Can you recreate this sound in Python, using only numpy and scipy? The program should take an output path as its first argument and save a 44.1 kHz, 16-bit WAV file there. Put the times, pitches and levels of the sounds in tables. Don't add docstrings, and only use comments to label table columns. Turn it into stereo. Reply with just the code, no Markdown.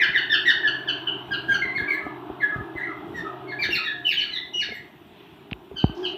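import sys
import numpy as np
from scipy import signal
from scipy.fft import rfft, irfft, next_fast_len
from scipy.io import wavfile
from scipy.ndimage import uniform_filter1d

SR = 44100
rng = np.random.default_rng(int(sys.argv[2]) if len(sys.argv) > 2 else 0)


def magnitude_from_level(level_db):
    exponent = np.asarray(level_db, float) / 20
    return 10 ** exponent


def bounce(signal):
    frames = np.transpose(np.atleast_2d(signal))
    limited = np.clip(frames, -1, 1)
    pcm = np.round(limited * 32767).astype(np.int16)
    wavfile.write(sys.argv[1], SR, pcm)


N = 272097

# f/Hz, level/dB per Hz
LOW_NOISE = [(18, -56.5), (30, -55), (59, -46), (113, -28), (167, -13.5), (269, -17), (305, 2), (351, -1),
             (392, 1), (521, -34.5), (610, -9), (670, -11), (823, -10.5), (905, -11), (1300, -17),
             (1690, -21), (2860, -120)]
# t/s, level/dB
LOW_NOISE_LEVEL = [(0.0, -41), (0.41, -42.5), (0.96, -38.5), (1.6, -41), (2.13, -39), (3.56, -40.5),
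                   (4.11, -50), (4.69, -51), (5.05, -52.5), (5.77, -49), (6.03, -38), (6.17, -44)]
# f/Hz, level/dB per Hz
HIGH_NOISE = [(650, -45.5), (1100, -25.5), (1210, -14), (1440, -13), (1850, -3), (2000, -3.5), (2220, -5),
              (2580, -1.5), (3260, -2.5), (3550, -4.5), (3860, -8), (4120, -15), (6000, -33), (7800, -66),
              (13200, -120)]
# t/s, level/dB
HIGH_NOISE_LEVEL = [(0, -49), (2.2, -55.5), (3.4, -55), (4.5, -59.5), (5.05, -60), (5.2, -53.5),
                    (5.4, -57.5), (5.6, -61), (5.9, -58), (6.17, -53.5)]
# f/Hz, level/dB per Hz
PREAMP = [(2940, -23), (5000, -15.5), (5820, -4.5), (6100, -15), (6620, -13.5), (8000, -10.5),
          (10500, -12.5), (14000, -1.5), (15100, -12), (15500, -7), (15800, -57)]
# f/Hz, likeness (0 to 1)
LIKENESS = [(60, 0.88), (240, 0.98), (950, 1), (3770, 0.9), (15000, 0.11)]

# t/s, length/s, hum level/dB, whine level/dB
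THROBS = [
    (0.048, 0.46, -50, -56),
    (0.67, 0.81, -47, -53.5),
    (1.468, 0.39, -46.5, -48.5),
    (2.102, 0.35, -48.5, -49),
    (2.659, 0.34, -49, -51),
    (3.271, 0.35, -46.5, -46),
    (3.938, 0.16, -51.5, -47),
    (4.37, 0.91, -81, -60),
    (6.01, 0.13, -60, -48),
]
# t/s, level/dB, f/Hz
CREAK = [
    (5.967, -29.5, 345),
    (6.03, -26.5, 372.4),
    (6.1, -33, 356),
    (6.115, -56, 380),
    (6.15, -34, 367),
    (6.17, -66.5, 363),
]

# t/s, length/s, level/dB
RUBS = [(0.52, 0.072, -57.5), (1.244, 0.35, -51.5), (1.45, .25, -46), (1.727, 0.14, -43),
        (2.001, 0.089, -47.5), (2.381, 0.071, -55.5), (2.53, 0.17, -50.5), (3.03, 0.24, -48),
        (3.589, .22, -46.5), (4.167, 0.044, -59.5), (4.568, 0.077, -54.5), (5.811, 0.016, -40.5)]
# f/Hz, level/dB per Hz
RUB_COLOUR = [(25, -54.5), (45, -8.5), (70, -0.5), (150, 3.5), (250, 1.5), (450, -4), (900, -42)]
# t/s, peak level/dB, ring f/Hz, ring time to fall 60 dB/s, knock level/dB
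BUMPS = [(0.089, -27, 147, 0.026, -22.5), (1.908, -36, 366, 0.054, -10), (2.065, -27.5, 294, 0.056, -1.5),
         (2.3, -25, 317, 0.021, -7), (4.704, -41, 230, 0.092, -10), (2.559, -21, 120, 0.034, -17),
         (2.582, -30.5, 117.7, 0.12, -6.5), (2.608, -22.5, 123.5, 0.015, -17),
         (2.752, -29.5, 340, 0.08, -26), (3.689, -27.5, 352, 0.068, -12), (4.554, -38, 360, 0.087, -14),
         (4.688, -37, 405, 0.052, -11), (4.721, -37, 420, 0.064, -3), (5.713, -34.5, 392, 0.076, -23),
         (5.742, -29, 146, 0.025, -21)]
# t/s, peak level/dB, ring f/Hz, ring time to fall 60 dB/s, rattle level/dB
TICKS = [
    (5.5127, -19.5, 2500, 0.002, -12),
    (5.5303, -17, 2640, 0.0043, -34),
]
# t/s, peak level/dB
SLAMS = [
    (5.5197, -14.5),
    (5.8413, 3.5),
    (5.896, -16),
]
# t/s, length/s, level/dB
RUSTLES = [
    (5.943, .2, -59),
]

# f/Hz, level/dB
UPPER = [(3500, -25.5), (5000, -16.5), (5700, -19.5), (6200, -18.5), (6600, -31.5), (7000, -44),
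         (7700, -27.5), (8500, -39.5), (9600, -63.5), (10900, -33.5), (12000, -40), (13200, -32.5),
         (14200, -24), (14900, -35.5), (15500, -55)]
# f/Hz, level/dB
THROAT = [(1150, -8), (1450, -6), (1750, 1.5), (2400, -7), (3300, -5), (4300, -0.5), (5250, 1),
          (5700, -1.5), (6600, -20.5)]
# band f/Hz (low, high), level/dB
BREATH = [((2300, 4400), -26), ((4400, 6100), -39), ((8900, 9000), -55.5), ((10500, 14000), -46.5)]
# t/s, third partial level/dB, higher partials level/dB, left-right level/dB
FACING = [(0, -2, 2.5, 2), (.14, -5.5, -1.5, 2), (.29, -2, 1.5, 1), (.455, 5, 2.5, 1), (.63, -1.5, 0.5, 0),
          (.87, 4, 2.5, 0), (1.07, -3.5, -5, 1.5), (1.3, 2.5, -0.5, 0), (1.48, 1, 4, 0),
          (1.87, -3, -1, -0.5), (3.14, 4, -0.5, -0.5), (3.59, 1.5, -2, -0.5), (3.7, -5, 1.5, -1),
          (4.05, 0, 2, -1), (4.53, 0.5, 0.5, -1), (4.72, -4, 4, -1), (5.75, 1, 3, 0), (6.03, 6, 5, 0)]

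# t/s, length/s, top f/Hz, effort level/dB, overtones level/dB
CHIRPS = [
    (0.293, 0.069, 1804, -25.5, 1),
    (1.306, 0.048, 1635, -31, 0.5),
    (1.479, .084, 1636, -26.5, -8.5),
    (5.755, 0.056, 1564, -45.5, 11),
]
SQUAWKS = [
    (3.587, .076, 2366, -27, -5),
]
SWOOPS = [
    (1.743, .057, 2177, -28, -15),
    (2.399, 0.04, 2082, -26.5, -19.5),
    (2.75, 0.053, 2050, -33, -25.5),
    (3.469, 0.069, 2203, -41, -10.5),
]
CRIES = [
    (4.045, .097, 3100, -19.5, -12.5),
    (4.153, .085, 3292, -24.5, -11.5),
]
PEEPS = [
    (0.0, 0.052, 2340, -11, -4.5),
]
SLIDES = [
    (3.84, 0.042, 1914, -33.5, 0.51),
    (4.308, .068, 2066, -44, 8.7),
]
SHRIEKS = [
    (4.533, .12, 2918, -34, -2.5),
]
PIPS = [
    (0.873, 0.034, 1735, -31, 6.1),
    (1.066, 0.027, 1680, -34, 4.5),
    (6.026, 0.045, 1672, -50, 19.5),
]
DIPS = [
    (0.143, .05, 1893, -21, -2),
    (.455, .066, 1925, -17.5, -6.5),
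]
YELPS = [
    (3.701, .066, 2802, -24, -5.5),
]
MUMBLES = [
    (.632, .058, 1826, -25.5, -3),
]

# t/s, length/s, first f/Hz, last f/Hz, effort level/dB
WHISTLES = [(0.132, .02, 2150, 1880, -23), (4.315, 0.054, 2060, 1997, -45), (1.616, 0.022, 2106, 2058, -24),
            (1.639, 0.016, 2020, 2054, -21), (2.419, 0.029, 1719, 1660, -26),
            (3.518, 0.015, 1754, 1625, -31.5), (3.641, 0.026, 1740, 1660, -35.5),
            (3.872, 0.047, 1843, 1657, -35), (1.592, 0.035, 1630, 1600, -41.5),
            (4.619, 0.022, 1668, 1706, -35), (1.5, 0.03, 1722, 2400, -44), (1.864, 0.13, 1597, 1766, -41),
            (1.869, 0.044, 1157, 1103, -48.5), (2.513, 0.044, 1302, 1194, -44.5),
            (2.794, 0.049, 1818, 2123, -33), (2.865, .06, 1422, 1138, -46),
            (3.242, 0.047, 1314, 1200, -42.5), (4.248, 0.028, 1550, 1200, -57),
            (4.357, 0.035, 1940, 2065, -36.5), (3.757, .035, 2700, 2400, -36.5),
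            (2.84, 0.043, 1900, 2120, -40)]
MORE_WHISTLES = [
    (0.0, .014, 2500, 2330, -26),
    (3.765, .04, 1500, 1200, -43),
    (2.0, .07, 1330, 1180, -50),
    (1.64, .05, 1120, 1000, -52),
]
BUZZES = [
    (1.874, 0.078, 2307, 1965, -30.5),
    (3.139, 0.065, 1944, 1797, -35.5),
    (4.706, 0.07, 2217, 1798, -42.5),
]

CHIRP = dict(last_hz=1200, droop_hz=1070, drop_hz=16120, landing_s=0.00078, attack_s=0.0084, release_s=0.018,
             fade_db=-5, lift_db=1.5, third_db=-8.5, harsh_db=3, open_share=0.59, shut_db=-14)
SQUAWK = dict(last_hz=1201, droop_hz=1510, drop_hz=26060, landing_s=0.001, attack_s=0.005, release_s=0.024,
              fade_db=-5, lift_db=-7, third_db=-9, harsh_db=13.5, open_share=0.58, shut_db=-15)
SWOOP = dict(last_hz=1660, droop_hz=1490, drop_hz=34960, landing_s=0.016, attack_s=0.015, release_s=0.00045,
             fade_db=-6, lift_db=1, third_db=-20.5, harsh_db=2, open_share=0.77, shut_db=-15.5)
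CRY = dict(last_hz=1658, droop_hz=10100, drop_hz=40200, landing_s=0.014, attack_s=0.023, release_s=0.0041,
           fade_db=-17.5, lift_db=-1, third_db=-18, harsh_db=12.5, open_share=1, shut_db=-17)
PEEP = dict(last_hz=1224, droop_hz=5550, drop_hz=16540, landing_s=0.00048, attack_s=0.0024, release_s=0.073,
            fade_db=-7.5, lift_db=-2.5, third_db=-0.5, harsh_db=1.5, open_share=0.77, shut_db=-35.5)
SLIDE = dict(last_hz=1680, droop_hz=2660, drop_hz=11600, landing_s=0.0033, attack_s=0.0045, release_s=0.0053,
             fade_db=-3, lift_db=-0.5, third_db=-14.5, harsh_db=4.5, open_share=0.21, shut_db=-1.5)
SHRIEK = dict(last_hz=1200, droop_hz=1066, drop_hz=27200, landing_s=0.00088, attack_s=0.0037, release_s=0.032,
              fade_db=-1.5, lift_db=-1, third_db=0, harsh_db=6, open_share=0.1, shut_db=0)
PIP = dict(last_hz=1245, droop_hz=4400, drop_hz=16840, landing_s=0.0024, attack_s=0.0047, release_s=0.019,
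           fade_db=-4.5, lift_db=-0.5, third_db=-15.5, harsh_db=-0.5, open_share=0.28, shut_db=-15.5)
DIP = dict(last_hz=1259, droop_hz=2860, drop_hz=16360, landing_s=0.0011, attack_s=0.0025, release_s=0.032,
           fade_db=-10.5, lift_db=1.5, third_db=-6.5, harsh_db=0.5, open_share=0.88, shut_db=-20.5)
YELP = dict(last_hz=1705, droop_hz=1900, drop_hz=44600, landing_s=0.003, attack_s=0.006, release_s=0.0061,
            fade_db=-10, lift_db=-2.5, third_db=-6, harsh_db=15.5, open_share=0.7, shut_db=-17)
MUMBLE = dict(last_hz=1243, droop_hz=4200, drop_hz=19900, landing_s=0.0009, attack_s=0.0038, release_s=0.012,
              fade_db=-9.5, lift_db=0, third_db=-5.5, harsh_db=-1, open_share=0.93, shut_db=-42)
PURE = dict(second_db=-30, third_db=-37.5, harsh_db=-12)
PRESSED = dict(second_db=-24.5, third_db=-21, harsh_db=9.5)

# delay t/s, level/dB
ECHOES = [(.0023, -11), (.0054, -8), (.0093, -3.5), (.0139, -11), (.0187, -8), (.0247, -18)]
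# f/Hz, time to fall 60 dB/s
ROOM = [(1000, 0.62), (2000, 0.46), (3500, 0.45), (6000, 0.33), (12000, 0.22)]
# f/Hz, level/dB
CASE = [(1300, 5.5), (1660, 2.5), (1880, -0.5), (2080, 3), (2380, 8), (2700, 4), (3000, 7), (3330, -2),
        (3600, 4.5), (3950, 1), (4330, 2), (4800, -17), (5250, -15), (5650, -13.5), (6100, -12.5)]
# f/Hz, width/Hz, level/dB
CAVITY = [(1676, 140, -7.5), (2990, 160, -3), (3620, 260, -13), (4495, 320, -8), (5280, 200, -8),
          (5960, 150, 0.5)]
# f/Hz, level/dB
PORT_LEVEL = [(60, -1), (120, 0), (240, -0.5), (480, -0.5), (950, -1.5), (1890, 0.5), (3770, 3), (7520, 5),
              (15000, 2)]
# f/Hz, phase/radians
PORT_PHASE = [(0, 0), (1400, 0.18), (2070, 1.1), (2760, 0.59), (4570, 0.81), (9390, -2.5), (11700, 3),
              (14400, -2.5), (15200, -6.5)]

LONGEST = 6000


def evened(x):
    return x / np.sqrt(np.mean(x ** 2) + 1e-20)


def read(points, hz):
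    f, value = np.transpose(points)
    return np.interp(np.log(hz + 1), np.log(f + 1), value)


def at_time(rows, axis, t):
    return np.interp(t, [r[0] for r in rows], [r[axis] for r in rows])


def curve(rows, axis):
    return at_time(rows, axis, np.arange(N) / SR)


def add(mix, s, sound):
    part = mix[round(s * SR):][:len(sound)]
    part += sound[:len(part)]


def drift(count, span):
    once = uniform_filter1d(rng.standard_normal(count), span)
    return evened(uniform_filter1d(once, span))


def swell(s, length, edge):
    t = np.arange(N) / SR - s
    return np.sin(np.pi / 2 * np.clip(np.minimum(t, length - t) / edge, 0, 1)) ** 2


def bandpass(order, band, x):
    return signal.lfilter(*signal.butter(order, band, "band", fs=SR), x)


def noise(colour, patchy_db, band):
    frames, hz = N // 256 + 5, np.fft.rfftfreq(2048, 1 / SR)
    a, b, c, d, patches = rng.standard_normal((frames // 2, 1025, 5)).T
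    patches = evened(uniform_filter1d(uniform_filter1d(patches, 10, 0), 6, 1))
    same = np.clip(read(LIKENESS, hz), -1, 1)[:, None]
    left = a + 1j * b
    right = same * left + np.sqrt(1 - same ** 2) * (c + 1j * d)
    gain = magnitude_from_level(read(colour, hz))
    inside = (hz > band[0]) & (hz < band[1])
    share = np.sqrt(np.sum(gain[inside] ** 2) / np.sum(gain ** 2))
    z = np.array([left, right]) * gain[:, None] * magnitude_from_level(patchy_db * patches)
    return evened(signal.istft(z, nperseg=2048, noverlap=1536)[1][:, :N]) / share


def preamp_hiss():
    return magnitude_from_level(-71) * noise(PREAMP, patchy_db=4.0, band=(7000, 15000))


def room_noise():
    low = magnitude_from_level(curve(LOW_NOISE_LEVEL, axis=1)) * noise(LOW_NOISE, patchy_db=2.0, band=(250, 1000))
    high = magnitude_from_level(curve(HIGH_NOISE_LEVEL, axis=1)) * noise(HIGH_NOISE, patchy_db=1.2, band=(1100, 6000))
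    return low + high


def motor():
    hum_hz, whine_hz = 129.2, 710
    waver = 1 + 0.00561 * drift(N, span=3000)
    hum, whine = (sum(magnitude_from_level(row[k]) * swell(row[0], row[1], 0.0092) for row in THROBS) for k in (2, 3))
    hum = hum * np.sin(2 * np.pi * np.cumsum(hum_hz * waver) / SR)
    whine = whine * np.sin(2 * np.pi * np.cumsum(whine_hz * waver) / SR)
    creak = magnitude_from_level(curve(CREAK, axis=1)) * np.sin(2 * np.pi * np.cumsum(curve(CREAK, axis=2)) / SR)
    return hum + whine + swell(CREAK[0][0] - 0.005, 1, 0.01) * creak


def rubbing():
    slide = sum(magnitude_from_level(db) * swell(s, length, 0.044) for s, length, db in RUBS)
    lumps = magnitude_from_level(2.5 * drift(N, span=400))
    rumble = noise(RUB_COLOUR, patchy_db=1.5, band=(40, 240))
    return (magnitude_from_level(-55.5) + slide * lumps) * rumble


def bumps():
    out, t = np.zeros(N), np.arange(8000) / SR
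    onset = (1 - np.exp(-t / 0.00068)) ** 2
    for s, db, hz, t60, knock_db in BUMPS:
        turns = hz * (t + 0.0016 * (1 - np.exp(-t / 0.00047)))
        ring = magnitude_from_level(-60 * t / t60) * np.sin(2 * np.pi * turns)
        knock = magnitude_from_level(knock_db - 60 * t / 0.039) * np.sin(2 * np.pi * 720 * t)
        thud_db = -12.5 - 0.35 * knock_db
        thud = magnitude_from_level(thud_db - 60 * t / 0.033) * np.sin(2 * np.pi * 72 * t)
        add(out, s, magnitude_from_level(db + 5.0) * onset * (ring + knock + thud))
    return out


def ticks():
    out, t = np.zeros(N), np.arange(8000) / SR
    onset = (1 - np.exp(-t / 0.00019)) ** 2
    for s, db, hz, t60, rattle_db in TICKS:
        rattle = bandpass(2, [900, 4300], rng.standard_normal(len(t)))
        ping = magnitude_from_level(9.5 - 60 * t / t60) * onset * np.sin(-2 * np.pi * hz * t)
        add(out, s, magnitude_from_level(db) * (ping + magnitude_from_level(rattle_db + 1.0 - 60 * t / 0.04) * rattle))
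    return out


def slams():
    boom_hz, sink_hz, sink_s = 52.5, 270, 0.0034
    out, t = np.zeros(N), np.arange(4000) / SR
    turns = boom_hz * t + sink_hz * sink_s * (1 - np.exp(-t / sink_s))
    fade = (1 - np.exp(-t / 0.00066)) ** 2 * (np.exp(-t / 0.0025) + magnitude_from_level(-19 - 60 * t / 0.12))
    boom = fade * np.sin(2 * np.pi * turns)
    knock = magnitude_from_level(-13.0 - 60 * t / 0.014) * np.sin(2 * np.pi * 760 * t)
    for s, db in SLAMS:
        add(out, s, magnitude_from_level(db) * (boom + knock))
    return out


def blows():
    dull = signal.butter(6, 4300, fs=SR, output="sos")
    sides_db = np.array([[-1.5], [1.5]])
    return magnitude_from_level(sides_db) * signal.sosfilt(dull, bumps() + ticks() + slams())


def feathers():
    hiss = evened(bandpass(3, [3400, 5900], rng.standard_normal(N)))
    strength = sum(magnitude_from_level(db) * swell(s, length, 0.02) for s, length, db in RUSTLES)
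    return strength * magnitude_from_level(2.7 * drift(N, span=150)) * hiss


def falling(row, last_hz, droop_hz, drop_hz, landing_s, attack_s, release_s,
            fade_db, lift_db, third_db, harsh_db, open_share, shut_db):
    s, length, top_hz, effort_db, over_db = row
    t = np.arange(0, length, 1 / SR)
    droop = top_hz - droop_hz * t
    drop = last_hz + drop_hz * (length - landing_s - t)
    hz = np.maximum(np.minimum(droop, drop), last_hz)
    edges = np.clip(np.minimum(t / attack_s, (length - t) / release_s), 1e-4, 1)
    level_db = effort_db + 20 * np.log10(edges)
    beak_db = over_db + shut_db * np.clip(1 - t / (open_share * length), 0, 1) ** 2
    landed = np.clip((t - length + 2.9 * landing_s) / (0.33 * landing_s), 0, 1)
    fallen = (top_hz - hz) / (top_hz - last_hz)
    shape_db = [fade_db * fallen + lift_db * landed,
                beak_db - lift_db * landed,
                beak_db + third_db + fade_db * fallen]
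    partial_db = [level_db + db + read(THROAT, (k + 1) * hz) for k, db in enumerate(shape_db)]
    return s, hz, partial_db, harsh_db


def gliding(row, second_db, third_db, harsh_db):
    s, length, first_hz, last_hz, effort_db = row
    t = np.arange(0, length, 1 / SR)
    edges = np.clip(np.minimum(t, length - t) / 0.0089, 1e-4, 1)
    level_db = effort_db + 20 * np.log10(edges)
    hz = first_hz + (last_hz - first_hz) * t / length
    partial_db = [level_db, level_db + second_db, level_db + third_db + read(THROAT, 3 * hz)]
    return s, hz, partial_db, harsh_db


def note(s, hz, partial_db, harsh_db):
    hz = uniform_filter1d(hz, 200, mode="nearest")
    hz = hz * (1 + 0.008 * drift(LONGEST, span=70)[:len(hz)])
    turn = 2 * np.pi * np.cumsum(hz) / SR
    partial_db = partial_db[:2] + [partial_db[2] + at_time(FACING, 1, s)]
    late_db = -13.5 * np.exp(-np.arange(len(hz)) / SR / 0.012)
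    upper_db = np.max(partial_db, 0) + harsh_db + at_time(FACING, 2, s) + late_db
    upper = []
    for k in range(4, 12):
        too_high = k * hz > SR / 2.2
        upper.append(upper_db + read(UPPER, k * hz) - 99 * too_high)
    tone = 0
    for k, db in enumerate(partial_db + upper):
        tremble_db = min(1.7 + 2.2 * k, 6) * drift(LONGEST, span=110)[:len(hz)]
        strength = magnitude_from_level(db + tremble_db + read(CASE, (k + 1) * hz))
        tone = tone + strength * np.sin((k + 1) * turn)
    air = rng.standard_normal(LONGEST)[:len(hz)]
    breath = sum(magnitude_from_level(db) * bandpass(3, band, air) for band, db in BREATH)
    return s, tone + magnitude_from_level(upper_db) * breath


def parrot():
    bird = np.zeros(N)
    falls = ((CHIRPS, CHIRP), (SQUAWKS, SQUAWK), (YELPS, YELP), (SWOOPS, SWOOP), (SHRIEKS, SHRIEK), (DIPS, DIP),
             (PIPS, PIP), (CRIES, CRY), (PEEPS, PEEP), (MUMBLES, MUMBLE), (SLIDES, SLIDE))
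    glides = ((WHISTLES, PURE), (MORE_WHISTLES, PURE), (BUZZES, PRESSED))
    for shape, calls in ((falling, falls), (gliding, glides)):
        for rows, manner in calls:
            for row in rows:
                add(bird, *note(*shape(row, **manner)))
    return bird


def room(x):
    wet_db, own_tail = 1, 0.27
    hz, t = np.fft.rfftfreq(256, 1 / SR), np.arange(N) / SR
    early = np.zeros(2000)
    early[0] = magnitude_from_level(-4.0)
    for k, (s, db) in enumerate(ECHOES):
        early[round(s * SR)] = (-1) ** k * magnitude_from_level(db)
    out = np.tile(signal.oaconvolve(x, early)[:N], (2, 1))
    for k in range(3):
        taps = rng.standard_normal((3, SR)) * (rng.random((3, SR)) < 0.08)
        taps = np.sqrt(1 - own_tail ** 2) * taps[0] + own_tail * taps[1:]
        taps *= np.clip((np.arange(SR) / SR - 0.012) / 0.0081, 0, 1)
        _, frames, z = signal.stft(taps, SR, nperseg=256)
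        decay = magnitude_from_level(-60 * frames / read(ROOM, hz)[:, None])
        tail = signal.istft(z * decay, SR, nperseg=256)[1]
        tail = tail / np.sqrt(np.mean(abs(rfft(tail[0]))[1500:3500] ** 2))
        window = np.sqrt(2 / 3) * np.cos(np.pi * (t / 1.7 + k / 3))
        out += magnitude_from_level(wet_db) * signal.fftconvolve((x * window)[None], tail, axes=1)[:, :N]
    return out


def cavity(x):
    rings = (magnitude_from_level(db) * signal.lfilter(*signal.iirpeak(hz, hz / width, SR), x) for hz, width, db in CAVITY)
    return magnitude_from_level(-2) * x + sum(rings)


def ports(x):
    size = next_fast_len(N)
    hz = np.fft.rfftfreq(size, 1 / SR)
    half = magnitude_from_level(read(PORT_LEVEL, hz) / 2) * np.exp(0.5j * read(PORT_PHASE, hz))
    return irfft(rfft(x, size) * np.array([half, 1 / half]), size)[:, :N]


def scene():
    background = room_noise() + motor()
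    handling = rubbing() + blows()
    aside = magnitude_from_level(curve(FACING, axis=3) * np.array([[0.5], [-0.5]]))
    bird = magnitude_from_level(5.5) * aside * cavity(room(parrot()))
    return ports(background + handling + feathers() + bird) + preamp_hiss()


def low_pass(x):
    return signal.sosfilt(signal.butter(12, 15700, fs=SR, output="sos"), x)


def record(dry):
    thin = signal.sosfilt(signal.butter(4, 50, "high", fs=SR, output="sos"), dry)
    return low_pass(thin)


dry = scene()
out = record(dry)
bounce(out)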